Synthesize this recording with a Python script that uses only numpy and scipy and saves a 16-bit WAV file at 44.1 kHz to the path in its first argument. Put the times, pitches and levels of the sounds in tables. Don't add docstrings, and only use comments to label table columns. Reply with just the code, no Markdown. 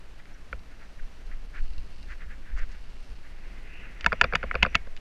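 import sys
import numpy as np
from scipy import signal
from scipy.fft import rfft, irfft
from scipy.io import wavfile
from scipy.ndimage import uniform_filter1d, minimum_filter1d

SR = 44100
rng = np.random.default_rng(int(sys.argv[2]) if len(sys.argv) > 2 else 0)


def pcm_store(signal):
    levels = np.round(np.clip(np.atleast_2d(signal), -1, 1) * 32767)
    wavfile.write(sys.argv[1], SR, levels.astype(np.int16).T)


N = 220588
T = np.arange(N) / SR


def gain_of(db):
    return 10 ** (np.asarray(db) / 20)


def unit_rms(x):
    return x / np.sqrt(np.mean(x ** 2) + 1e-20)


def burst(x, db):
    return gain_of(db) * x / np.sqrt(np.sum(x ** 2) / (SR / 100) + 1e-20)


def add(mix, s, sound):
    part = mix[max(round(s * SR), 0):][:len(sound)]
    part += sound[:len(part)]


def swells(rows):
    return sum(gain_of(db) * np.exp(-.75 * ((T - s) / half_s) ** 2) for s, db, half_s in rows)


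def stretch(start_s, end_s, edge_s):
    return (np.tanh((T - start_s) / edge_s) - np.tanh((T - end_s) / edge_s)) / 2


def coloured(x, tone):
    f, db = np.transpose(tone)
    hz = np.fft.rfftfreq(len(x), 1 / SR)
    eq = gain_of(np.interp(np.log(hz + 1), np.log(f + 1), db))
    return unit_rms(irfft(rfft(x) * eq, len(x)))


def wander(rate_hz):
    hz = np.fft.rfftfreq(N, 1 / SR)
    return unit_rms(irfft(rfft(rng.standard_normal(N)) * np.exp(-(hz / rate_hz) ** 2), N))


def noise_band(hz, width_hz):
    carrier = np.exp(2j * np.pi * np.cumsum(hz * np.ones(N)) / SR)
    return unit_rms((carrier * (wander(width_hz) + 1j * wander(width_hz))).real)


def grains(per_s, spread_db):
    size = gain_of(spread_db * np.minimum(rng.exponential(1, N), 4))
    return size * rng.choice([-1, 1], N) * (rng.random(N) < per_s / SR)


def rumble(tone):
    noise = coloured(rng.standard_normal(N), tone)
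    strength = np.sqrt(uniform_filter1d(abs(signal.hilbert(noise)) ** 2, size=4000))
    return unit_rms(noise / strength)


def wind():
    # t/s, level/dB
    breeze = [(0, -40), (1.2, -41), (2.1, -35), (3.3, -36), (3.8, -39), (5, -40)]
    # centre t/s, level/dB, half length/s
    gusts = [(1.04, -30.5, 0.04), (1.35, -33.5, 0.08), (1.63, -21.5, 0.032), (1.71, -32, 0.03),
             (1.8, -27.5, 0.028), (2.6, -22.5, 0.049), (4.93, -35, 0.13)]
    # f/Hz, level/dB
    wind_tone = [(4, -15.5), (9, 9), (26, -2.5), (42, -14), (55, -41), (100, -51), (300, -52), (700, -89)]
    airflow = gain_of(np.interp(T, *np.transpose(breeze)))
    return (airflow + swells(gusts)) * rumble(wind_tone)


def frame(drone_db=-50, rise_s=0.024, fade_s=0.1):
    # t/s, level/dB
    bumps = [(0.539, -36.5), (1.62, -37.5), (1.7, -41.5), (1.78, -41), (2.04, -39.5), (2.25, -39.5),
             (2.541, -31), (3.1, -39.5), (3.5, -42), (3.8, -51.5), (4.06, -30.5), (4.23, -32),
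             (4.46, -35.5), (4.6, -29)]
    # f/Hz, level/dB
    drone_tone = [(25, -3.5), (44, -0.5), (53, 5.5), (64, -12), (80, -13), (120, -30.5), (300, -37),
                  (700, -78)]
    booms = sum(gain_of(db) * np.exp(-np.maximum((s - T) / rise_s, (T - s) / fade_s)) for s, db in bumps)
    return np.hypot(gain_of(drone_db), booms) * rumble(drone_tone)


def tyres(road_db=-55.5, flutter_db=0.9, grit_db=-77, sand_db=-83):
    # f/Hz, level/dB
    road_tone = [(40, -7), (100, 1.5), (170, 1.5), (300, -4.5), (600, -7.5), (1000, -10.5), (1800, -10),
                 (2700, -13), (3400, -17.5), (4500, -19.5), (6000, -23.5), (8000, -28.5), (11000, -33.5),
                 (15000, -42)]
    # start t/s, end t/s, level/dB
    patches = [(.7, 1.55, -76.5), (1.56, 2.173, -65), (2.524, 3.162, -67), (3.15, 3.75, -75)]
    # f/Hz, level/dB
    grit_tone = [(500, -7), (1500, -25), (2750, 8.5), (3400, -5), (4400, 4), (6000, -7.5), (7500, -18),
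                 (9000, -12.5), (11000, -35), (14000, -50)]
    # f/Hz, level/dB
    sand_tone = [(3000, -23), (6000, 1), (8800, -19), (12000, -5), (15000, -20)]
    wash_gain = gain_of(road_db + flutter_db * wander(rate_hz=37))
    wash = wash_gain * coloured(rng.standard_normal(N), road_tone)
    roughness = sum(gain_of(db) * stretch(start, end, edge_s=0.051) for start, end, db in patches)
    grit = (gain_of(grit_db) + roughness) * coloured(grains(per_s=520, spread_db=2.0), grit_tone)
    sand = gain_of(sand_db) * coloured(grains(per_s=260, spread_db=1.5), sand_tone)
    return wash + grit + sand


def stones(chink_hz=8750, chink_t60=0.012, detune=.03):
    # f/Hz, level/dB, t60/s
    rim_modes = [(2770, 2.5, 0.038), (3945, 3.5, 0.018), (4460, 3.5, 0.02), (5240, -5, 0.015),
                 (5960, -11, 0.018)]
    # t/s, level/dB
    hits = [(0.593, -61), (1.267, -62.5), (1.735, -57), (1.781, -52), (2.029, -54), (2.718, -65)]
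    # t/s, level/dB
    chinks = [(3.007, -78), (3.029, -73), (3.069, -79), (3.093, -73), (3.631, -71)]
    out, t = np.zeros(N), np.arange(SR // 12) / SR
    ping = sum(gain_of(db - 60 * t / t60) * np.sin(2 * np.pi * hz * t) for hz, db, t60 in rim_modes)
    for s, db in hits:
        add(out, s, burst(ping, db))
    for s, db in chinks:
        hz = chink_hz * (1 + detune * rng.uniform(-1, 1))
        add(out, s, burst(gain_of(-60 * t / chink_t60) * np.sin(2 * np.pi * hz * t), db))
    return out


def wheel_swish(start_s=3.326, end_s=4.857, start_db=-56, growth_db_per_s=5, flutter_db=2.0):
    # f/Hz, level/dB
    swish_tone = [(100, 4), (400, -2), (1000, -12), (1500, -2.5), (2000, 2.5), (2650, -5.5), (3200, -14),
                  (5000, -28.5), (10000, -54)]
    swish = stretch(start_s, end_s, edge_s=0.069) * coloured(rng.standard_normal(N), swish_tone)
    return swish * gain_of(start_db + growth_db_per_s * (T - start_s) + flutter_db * wander(rate_hz=23))


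def wheel_whirr(db=-54, first_s=3.79, turn_s=0.42, turns=3, half_s=0.089, low_hz=2490, top_hz=2660):
    pressure = sum(np.exp(-((T - first_s - turn * turn_s) / half_s) ** 2 / 2) for turn in range(turns))
    hz = low_hz + (top_hz - low_hz) * pressure
    return gain_of(db) * pressure * noise_band(hz, width_hz=290)


def wheel_sizzle():
    # centre t/s, level/dB, half length/s
    spells = [(.345, -62, 0.0069), (1.0, -78, 0.39), (4.2, -74, 0.2), (4.72, -69, .03)]
    return swells(spells) * noise_band(hz=5800, width_hz=230)


def rasps(rows, tone):
    return swells(rows) * coloured(grains(per_s=2500, spread_db=0.0), tone)


def strap():
    # centre t/s, level/dB, half length/s
    rubs = [(.2, -53.5, 0.0077), (0.3, -62, 0.048), (0.363, -61, 0.0096), (.72, -56.5, 0.016),
            (0.823, -54, 0.023), (.995, -52, 0.0087), (1.326, -53, 0.015), (1.569, -44, 0.023),
            (2.116, -44, 0.021), (2.224, -47, 0.02), (2.317, -49.5, 0.024), (2.49, -55.5, 0.053),
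            (2.59, -43, 0.018), (2.629, -46, 0.014), (2.736, -57, 0.053), (3.26, -54, 0.019),
            (3.85, -51, 0.023)]
    # f/Hz, level/dB
    rub_tone = [(300, -12), (600, -8.5), (950, -16), (1400, 4), (1750, 7), (2300, 1), (3000, -11.5),
                (5000, -26), (10000, -43)]
    return rasps(rubs, rub_tone)


def tyre_scuffs():
    # centre t/s, level/dB, half length/s
    scuffs = [(2.586, -56.5, .011), (2.722, -61, .007), (2.12, -68, .025), (3.05, -69, .03)]
    # f/Hz, level/dB
    scuff_tone = [(1500, -1), (3000, -16), (5000, 8), (7000, 1), (9000, -10), (11000, -16), (14000, -29)]
    return rasps(scuffs, scuff_tone)


def bounce(db, thump_hz=165, sag_hz=80, t60=0.053, detune=0.2):
    t = np.arange(SR // 7) / SR
    pitch = 1 + detune * rng.uniform(-1.32, 1)
    thump = sum(np.sin(2 * np.pi * hz * pitch * t) for hz in (thump_hz, sag_hz))
    return burst(thump * gain_of(-60 * t / t60), db)


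def bolt(db, hz=2215, t60=0.085):
    t = np.arange(SR // 7) / SR
    return burst(np.sin(2 * np.pi * hz * t) * gain_of(-60 * t / t60), db)


def snap(db, rise_s=0.00073):
    # f/Hz, level/dB
    snap_tone = [(3000, -26), (6000, -8), (7400, 9.5), (8400, -1), (9600, 8.5), (11000, -12), (12500, -5),
                 (13700, -14), (15000, -21)]
    t = np.arange(SR // 50) / SR
    return burst(coloured(rng.standard_normal(len(t)), snap_tone) * t * np.exp(-t / rise_s), db)


def ring(force, hz, t60, rise_s=0.00017, band_ratio=1.186):
    t = np.arange(len(force)) / SR
    mode = (1 - np.exp(-t / rise_s)) * gain_of(-60 * t / t60) * np.sin(2 * np.pi * hz * t)
    flanks = signal.butter(2, (hz / band_ratio, hz * band_ratio), "band", fs=SR, output="sos")
    return signal.sosfilt(flanks, signal.fftconvolve(force, mode)[:len(t)])


def knock(place, db, depth_db, bright_db, edge_db, semitones, chatter_s,
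          chatter=0.12, rattle=0.053, rattle_s=0.0043, rattle_hz=3200, detune=0.0077):
    # f/Hz, t60/s, level/dB at the stop, when tapped, at the seat
    case_modes = [(238.3, 0.096, -24.5, -14, -16.5), (456, 0.037, -16, -18, -6.5),
                  (528.7, 0.02, -16, -7, 1.5), (679.5, 0.039, -11, -8.5, -8), (977, 0.024, -5, -13.5, -11),
                  (1201, 0.014, -33, -7.5, -0.5), (1481, 0.0052, 2, 4, 3.5), (1684, 0.007, 3.5, -1, 2),
                  (1922, 0.0058, -4.5, -5, -2), (2227, 0.01, -6.5, 1.5, 1.5), (2495, 0.0055, 2, -2, -21),
                  (2750, 0.009, -6.5, -15, -8), (3080, 0.0062, -19, -15, -10), (3570, 0.013, -3.5, -6, 0),
                  (4640, 0.009, -5, -2, 0.5), (5400, 0.012, -13, -13, -10.5), (5970, 0.0061, -11, -14, -24),
                  (6690, 0.0062, -11.5, -30, -22)]
    crossovers = [1000, 1300, 1800, 2200, 3000, 3400]
    t = np.arange(SR // 7) / SR
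    lowpass = signal.butter(2, rattle_hz, fs=SR, output="sos")
    force = chatter * t / chatter_s * np.exp(1 - t / chatter_s) * rng.standard_normal(len(t))
    force += rattle * np.exp(-t / rattle_s) * signal.sosfilt(lowpass, rng.standard_normal(len(t)))
    force[0] += 1
    out = np.zeros(len(t))
    for hz, t60, stop_db, tap_db, seat_db in case_modes:
        place_db = {"stop": stop_db, "tap": tap_db, "seat": seat_db}[place]
        colour_db = np.interp(hz, crossovers, [depth_db, 0, 0, bright_db, bright_db, edge_db])
        shift = semitones * np.interp(hz, crossovers, [0, 1, 1, 1, 1, 0])
        tuned_hz = hz * 2 ** (shift / 12) * (1 + detune * rng.uniform(-0.57, 1))
        out += burst(ring(force, tuned_hz, t60), db + place_db + colour_db)
    return out


def mount(bounce_lag_s=0.0029, landing_bounce_db=-2.5):
    # t/s, level/dB, depth/dB, brightness/dB, edge/dB, pitch/semitones,
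    # chatter/s, bounce/dB, bolt/dB, snap/dB, snap delay/s
    strikes = [(4.062, -17.5, -5.5, -5.5, -14, .3, 0.0009, -29, -35.5, -56, .0027),
               (4.2122, -14.5, -6.5, -2, -13.5, 0.48, 0.00086, -35.5, -48, -57.5, .003),
               (4.3542, -25.5, -3.5, 1, -6.5, 0.26, 0.0005, -30, -65, -56, .0002),
               (4.6286, -22, 0.5, 10.5, -3.5, 0.2, 0.00051, -24.5, -39, -50, .0006),
               (4.7524, -25.5, -4, 8, -3.5, .5, 0.0009, -30, -33, -52.5, .0013)]
    # t/s, level/dB, depth/dB, brightness/dB, edge/dB, pitch/semitones
    taps = [(0.255, -59.5, -12, 0, -7, 1), (0.5284, -37.5, -20, -0.5, -31, 1.12),
            (1.315, -56.5, -2, -1, -18, -0.095), (2.575, -50.5, -3, -3, -21, 0.25),
            (4.044, -37.5, -3, 3, -7.5, 0.59), (4.1208, -28, -11, -12, -27, -0.93),
            (4.325, -34, 2.5, -15, -27, -0.82), (4.3507, -35.5, -5, 9.5, -17, -0.32),
            (4.4293, -31.5, -3.5, -6, -28, -0.77), (4.5121, -31, -10.5, -2, -35, 0.18),
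            (4.5428, -36.5, 5.5, -8, -19, -0.88), (4.6252, -26, -3, -5, -23, 0.84),
            (4.6465, -45, -3, 1, -22, 0.0014), (4.6504, -27, -5.5, -5.5, -27, -1.3),
            (4.7473, -34, 2, 7, -16, -0.14)]
    landings = [(0.529, -53, 9, -14, -28, .2), (4.1272, -28.5, -1.5, -1, -18.5, -0.34),
                (4.2346, -38.5, 2, -3, -23, .2), (4.241, -25, -3.5, -2, -14, 0.28),
                (4.2506, -44, -2, -6, -22, -.5), (4.3349, -30.8, 0.5, -1.5, -22, -.3),
                (4.4371, -38.5, 4, -3, -25, -0.25), (4.553, -29, -1.5, -0.5, -19.5, .3),
                (4.662, -37, 4, 1, -16.5, .2), (4.871, -54, 4.5, -17, -17, -0.56)]
    ticks = [(4.009, -52.5, -6, 8, 5, .3), (4.965, -58, -6, 4, 4.5, 1.2), (4.9738, -61.5, 0, 9.5, 0, 2.9)]
    out = np.zeros(N)
    for s, *blow, bounce_db, bolt_db, snap_db, snap_lag_s in strikes:
        add(out, s, knock("stop", *blow) + bolt(bolt_db))
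        add(out, s + snap_lag_s, snap(snap_db))
        add(out, s + bounce_lag_s, bounce(bounce_db))
    for s, *blow in taps:
        add(out, s, knock("tap", *blow, chatter_s=0.00064, rattle=0.0084))
    for s, db, depth_db, *colour in landings:
        add(out, s, knock("seat", db, depth_db, *colour, chatter_s=0.00031))
        add(out, s + bounce_lag_s, bounce(db + depth_db + landing_bounce_db))
    for s, *blow in ticks:
        add(out, s, knock("stop", *blow, chatter_s=0.00039))
    return out


def scene():
    bed = wind() + frame() + tyres() + stones()
    wheel = wheel_swish() + wheel_whirr() + wheel_sizzle()
    return (bed + wheel + strap() + tyre_scuffs() + mount())[None]


def record(dry, ceiling=.93, cutoff_hz=15100):
    safe_gain = np.minimum(1, ceiling / (abs(dry) + 1e-9))
    limited = dry * uniform_filter1d(minimum_filter1d(safe_gain, size=129), size=129)
    lowpass = signal.firwin(511, cutoff_hz, window=("kaiser", 9), fs=SR)
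    return signal.oaconvolve(limited, lowpass[None], "same")


dry = scene()
out = record(dry)
pcm_store(out)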